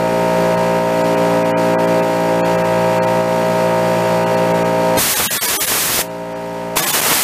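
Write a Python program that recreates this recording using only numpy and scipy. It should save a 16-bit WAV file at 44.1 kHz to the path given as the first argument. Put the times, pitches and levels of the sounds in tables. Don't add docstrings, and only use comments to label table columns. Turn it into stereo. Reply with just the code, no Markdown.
import sys
import numpy as np
from scipy import signal
from scipy.fft import rfft, irfft, next_fast_len
from scipy.io import wavfile
from scipy.ndimage import uniform_filter1d

SR = 44100
rng = np.random.default_rng(int(sys.argv[2]) if len(sys.argv) > 2 else 0)


def attenuation_scalar(level_db):
    decades = np.asarray(level_db, float) / 20
    return 10 ** decades


def generate_wav(sig):
    pcm = np.round(np.clip(np.atleast_2d(sig).T, -1, 1) * 32767).astype(np.int16)
    wavfile.write(sys.argv[1], SR, pcm)


N = 318843
TIME = np.arange(N) / SR
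SLOW = TIME[::100]

# (first leak [s], coupling open [s], shut [s], jet level [dB], buffeting level [dB])
BLASTS = [
    (4.961, 4.979, 6.015, -15.5, -25),
    (6.758, 6.77, 7.3, -17, -23),
]


def level(x, db):
    return x * attenuation_scalar(db) / np.sqrt(np.mean(x ** 2))


def ramp(start, length, time=TIME):
    return np.clip((time - start) / length, 0, 1)


def walk(rate, time=TIME):
    steps = np.repeat(rng.standard_normal(int(N * rate / SR) + 2), 8)
    slewed = uniform_filter1d(uniform_filter1d(steps, size=8), size=8)
    return 1.3 * np.interp(time, np.arange(len(steps)) / (8 * rate), slewed)


def noise(colour, rings=()):
    size = next_fast_len(N)
    hz = np.arange(1, size // 2 + 2) * SR / size
    colour_hz, colour_db = np.transpose(colour)
    db = np.interp(np.log(hz), np.log(colour_hz), colour_db)
    for ring_hz, width, ring_db in rings:
        db = db + ring_db / (1 + (2 * (hz - ring_hz) / width) ** 2)
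    spectrum = rfft(rng.standard_normal(size)) * attenuation_scalar(db)
    return level(irfft(spectrum, size)[:N], 0)


def compressor():
    valves = [
        (19, .53),
        (35, .26),
    ]
    turn = 2 * np.pi * 57.779 * TIME
    order, stroke_db = stroke()
    phases = stroke_phases(order, stroke_db, valves)
    around = uniform_filter1d(stroke_db, size=7)
    shade = hands()
    shaft = np.exp(1j * turn)
    lines, multiple = 0, 1
    for k, db, start, around_db in zip(order, stroke_db, phases, around):
        multiple = multiple * shaft
        hand_gain = shade.get(k, 1)
        direct = attenuation_scalar(db) * hand_gain
        drift = np.minimum(hand_gain, 1) * attenuation_scalar(around_db - 16) * (walk(2.5, SLOW) + 1j * walk(2.5, SLOW))
        shiver = attenuation_scalar(db - 19) * (walk(30, SLOW) + 1j * walk(30, SLOW))
        envelope = np.interp(TIME, SLOW, (direct + drift + shiver) * np.exp(1j * start))
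        lines = lines + np.real(envelope * multiple)
    machine = level(lines, 0) + clatter(turn) + valve_spit(turn, valves[1][1])
    return machine * attenuation_scalar(drone_db())


def stroke():
    # (multiple of the shaft rate [1], level [dB])
    strong_lines = [(1, -31), (2, -12), (3, -4), (4, -11), (5, -10), (6, -10), (7, -6), (8, -15), (9, -1),
                    (10, -11), (11, 0), (12, -23), (13, -16), (14, -9), (15, -16), (16, -3), (17, -11),
                    (18, -18), (20, -20), (21, -22), (22, -15), (24, -23), (25, -23), (26, -19), (28, -18),
                    (29, -20), (32, -22), (34, -19), (37, -23), (41, -22)]
    order = np.arange(60) + 1
    faint_db = -29 - 1.1 * np.clip(order - 46, 0, None) - 3.5 * np.cos(np.pi * order * 2 / 3)
    strong = dict(strong_lines)
    return order, np.array([strong.get(k, faint) for k, faint in zip(order, faint_db)])


def stroke_phases(order, stroke_db, valves):
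    smear = (-.22, .792, -2.157)
    blur_rad = 1.1
    lag = np.polyval(smear, order)
    for first, share in valves:
        slap = blur_rad * rng.standard_normal(len(order)) - 2 * np.pi * share * order
        lag = np.where(order >= first, slap, lag)
    return causal_phase(stroke_db) + lag


def causal_phase(db):
    log = np.log(attenuation_scalar(np.concatenate([db[:1], db, db[-2::-1]])))
    fold = np.concatenate([[1], np.full(len(db) - 1, 2), [1], np.zeros(len(db) - 1)])
    folded = np.fft.ifft(log).real * fold
    return np.fft.fft(folded).imag[1:len(db) + 1]


def hands():
    # (multiple [1], from [s], to [s], level change [dB])
    hand_moves = [(5, .5, .8, -8), (5, 0, .95, -3), (5, 2.5, 4.4, -10.5), (5, 3.5, 5, -4.5),
                  (6, 0.5, .45, -8), (6, 1.2, 1.55, -11), (6, 1.4, 1.4, -11), (6, 2.5, 2.5, -14),
                  (6, 4.5, 7.3, -4), (6, 4.8, 7.3, -9), (7, 1.1, 2.1, 3.5), (7, 5.5, 7.3, 3)]
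    half_s = 0.075
    db = {}
    for k, start, end, change_db in hand_moves:
        held = ramp(start - half_s, 2 * half_s, SLOW) - ramp(end - half_s, 2 * half_s, SLOW)
        db[k] = db.get(k, 0) + change_db * held
    before = SLOW < BLASTS[0][0]
    return {k: attenuation_scalar(v) / np.sqrt(np.mean(attenuation_scalar(2 * v[before]))) for k, v in db.items()}


def clatter(turn):
    # (frequency [Hz], density [dB per Hz])
    clatter_colour = [(24, -70.5), (40, -64.5), (166, -7.5), (280, -7.5), (407, -3.5), (461, -13),
                      (509, -4.5), (637, -5.5), (704, -10.5), (926, -4.5), (1100, -13.5), (1640, -15),
                      (3650, -21), (13700, -31.5), (15500, -36.5)]
    # (frequency [Hz], width [Hz], level [dB])
    casing = [(2411, 140, 4), (3310, 56, 3.5), (4330, 95, 5.5), (4700, 150, 5), (5660, 93, 5),
              (6890, 200, 4), (8270, 250, 4), (13900, 300, 4)]
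    gate = attenuation_scalar(0.89 * np.cos(turn - 2.5) + 0.62 * walk(12))
    return attenuation_scalar(-12) * gate * noise(clatter_colour, casing)


def valve_spit(turn, share):
    # (frequency [Hz], width [Hz], level [dB])
    spit_ring = [
        (2760, 700, 25),
    ]
    gate = attenuation_scalar(4 * np.cos(turn - 2 * np.pi * share))
    return attenuation_scalar(-31.5) * gate * noise([(1, 0), (SR, 0)], spit_ring)


def drone_db():
    # (time [s], depth [dB])
    pulls = [
        (0, 2),
        (.6, 0),
        (.8, 2),
        (1.4, 1.44),
        (2.03, 2),
        (3.22, 2),
        (4.7, 1.2),
        (6.03, 13),
    ]
    ducked = [-35, -50]
    rest_db, creep_db_per_s = -14, 5
    pull_s, duck_s = 0.011, 0.02
    db = rest_db
    for s, depth_db in pulls:
        recovering_db = np.clip(depth_db - creep_db_per_s * (TIME - s), 0, depth_db)
        db = db - recovering_db * ramp(s - pull_s, pull_s)
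    for (_, opened, shut, _, _), ducked_db in zip(BLASTS, ducked):
        under = ramp(opened, duck_s) - ramp(shut, duck_s)
        db = db + under * (ducked_db - db)
    return db


def air():
    # (frequency [Hz], density [dB per Hz])
    jet_colour = [(470, -41), (800, -10.5), (841, 1), (917, -7), (988, -4.5), (1910, -2), (2660, -3),
                  (9210, -2), (14400, -2.5), (15500, -6)]
    # (frequency [Hz], density [dB per Hz])
    buffet_colour = [(40, -32), (90, -9.5), (160, -3.5), (400, -1), (900, -1.5), (1800, -5.5),
                     (3500, -10.5), (8000, -50)]
    # (frequency [Hz], density [dB per Hz])
    rumble_colour = [(20, -23), (50, -6), (120, -3), (250, -7), (500, -30)]
    rumble_levels = [-11, -24]
    leak_levels = [-16.5, -7]
    # (time [s], jet change [dB], buffeting change [dB])
    swings = [
        (5.85, 0, 2),
        (6.94, 3, 2),
        (7.05, 0, 3),
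        (7.18, -1, -3),
    ]
    swing_s = .03
    jet = noise(jet_colour) * attenuation_scalar(1.34 * walk(25))
    buffet = noise(buffet_colour) * attenuation_scalar(1.2 * walk(30) + 2 * walk(250))
    rumble = noise(rumble_colour) * attenuation_scalar(3.4 * walk(14))
    out = 0
    for blast, leak_db, rumble_db in zip(BLASTS, leak_levels, rumble_levels):
        leak, opened, shut, jet_db, buffet_db = blast
        for s, jet_change_db, buffet_change_db in swings:
            if s > leak:
                swung = ramp(s - swing_s, 2 * swing_s)
                jet_db = jet_db + jet_change_db * swung
                buffet_db = buffet_db + buffet_change_db * swung
        low = buffet + attenuation_scalar(rumble_db) * rumble
        stream = jet * attenuation_scalar(jet_db) + low * attenuation_scalar(buffet_db)
        out = out + stream * attenuation_scalar(flow_db(leak, opened, shut, leak_db))
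    return out


def flow_db(leak, opened, shut, leak_db):
    open_s, shut_s = 0.0048, .01
    burst_db, burst_s = 4.5, 0.014
    sag_db_per_s, tail_db_per_s = 1.5, 300
    since = np.clip(TIME - opened, 0, None)
    rise = -40 * (1 - ramp(leak - open_s, open_s)) + leak_db * (1 - ramp(opened - open_s, open_s))
    burst = (TIME > opened - open_s) * burst_db * np.exp(-since / burst_s)
    hold = burst - sag_db_per_s * since
    fall = -12.5 * ramp(shut, shut_s) - tail_db_per_s * np.clip(TIME - shut - shut_s, 0, 1)
    return np.where(TIME < leak - open_s, -200, rise + hold + fall)


def coupling():
    # (time [s], signed peak [1], frequency [Hz], decay by 60 dB [s])
    knocks = [
        (4.9725, .5, 500, .006),
        (4.9885, -.6, 600, .006),
        (5.1985, -.35, 700, .005),
        (5.5415, -.35, 700, .005),
        (5.9445, -.3, 500, .005),
        (5.9911, -.65, 600, .008),
        (6.7682, -.4, 500, .006),
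        (6.7710, -.9, 900, .006),
    ]
    out = np.zeros(N)
    for s, peak, hz, t60 in knocks:
        t = np.clip(TIME - s, 0, None)
        tick = .5 * np.sin(2 * np.pi * 2.8 * hz * t)
        ring = np.sin(2 * np.pi * hz * t) + tick
        out += peak * attenuation_scalar(-60 * t / t60) * ring
    return out


def scene():
    mono = compressor() + air() + coupling()
    return np.array([mono, mono])


def starve(x):
    # (middle of the first [s], length [frames])
    starved = [
        [(.564, 1), (1.033, 1), (1.161, 1), (1.439, 1), (1.524, 3), (1.759, 2), (1.865, 1), (2.015, 1),
         (2.42, 2), (2.569, 1), (2.633, 1), (2.996, 2), (3.06, 1), (4.255, 1), (4.361, 1), (4.532, 1),
         (4.639, 1)],
        [(4.98, 1)],
        [(5.151, 1), (5.279, 2), (5.385, 2), (5.471, 1), (5.577, 2), (5.663, 1), (6.815, 1), (6.857, 1),
         (6.921, 1)],
        [(6.089, 1), (6.345, 1)],
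    ]
    # (offset [dB], ceiling [dB])
    step_levels = [
        (5, -5),
        (7, 3),
        (9.5, 3),
        (-2, -18),
    ]
    # (time [s], half width [s], level [dB])
    short_gap = (7.01, .003, -13)
    hop, grid, rate = 1024, 445, 48000
    fast = signal.resample_poly(x, 160, 147)
    n, k = np.arange(2 * hop) + .5, np.arange(hop) + .5
    window = np.sin(np.pi * n / (2 * hop))[:, None]
    basis = window * np.cos(np.pi / hop * np.outer(n + hop / 2, k)) * np.sqrt(2 / hop)
    bass_spared_db = 3.5 * np.exp(-k / 60)
    lost = np.zeros(len(fast))
    for times, (offset_db, ceiling_db) in zip(starved, step_levels):
        reach = np.exp(-((n - hop) / (rate * .01)) ** 6) if times is starved[1] else 1
        for s in [first + i * hop / rate for first, count in times for i in range(count)]:
            at = grid + hop * (round((s * rate - grid) / hop) - 1)
            lines = fast[at:at + 2 * hop] @ basis
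            local_db = 10 * np.log10(uniform_filter1d(lines ** 2, size=40) + 1e-9)
            band_db = 1.5 * np.repeat(rng.standard_normal(hop // 16), 16)
            step_db = np.minimum(offset_db + .6 * local_db, ceiling_db)
            step = attenuation_scalar(step_db + band_db - bass_spared_db)
            rounded = np.floor((np.abs(lines) / step) ** .75 + .4054) ** (4 / 3)
            kept = np.sign(lines) * step * rounded
            lost[at:at + 2 * hop] += reach * (basis @ (lines - kept))
    gap_s, half_s, gap_db = short_gap
    gap = attenuation_scalar(gap_db * np.exp(-((TIME - gap_s) / half_s) ** 2))
    return signal.resample_poly(fast - lost, 147, 160)[:N] * gap


def split():
    # (time [s], low edge [Hz], high edge [Hz], side level [dB])
    splits = [
        (5.327, 4000, 5300, -31),
        (5.768, 11000, 13400, -27),
        (5.79, 10800, 12500, -29),
        (5.79, 14200, 15400, -34),
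        (6.838, 4800, 6500, -28),
        (6.838, 11500, 15300, -29),
    ]
    side = 0
    for s, low_hz, high_hz, db in splits:
        band = noise([(low_hz - 50, -80), (low_hz, 0), (high_hz, 0), (high_hz + 50, -80)])
        side = side + attenuation_scalar(db) * band * np.exp(-((TIME - s) / .011) ** 2)
    return side


def low_pass(x):
    return signal.sosfilt(signal.butter(12, 16190, fs=SR, output="sos"), x)


def record(dry):
    mono = np.tanh(1.138 * dry[0]) / 1.063
    band_edge = signal.ellip(8, .2, 50, 15000, fs=SR, output="sos")
    mono = starve(signal.sosfilt(band_edge, mono))
    side = split()
    return low_pass(np.array([mono + side, mono - side]))


dry = scene()
out = record(dry)
generate_wav(out)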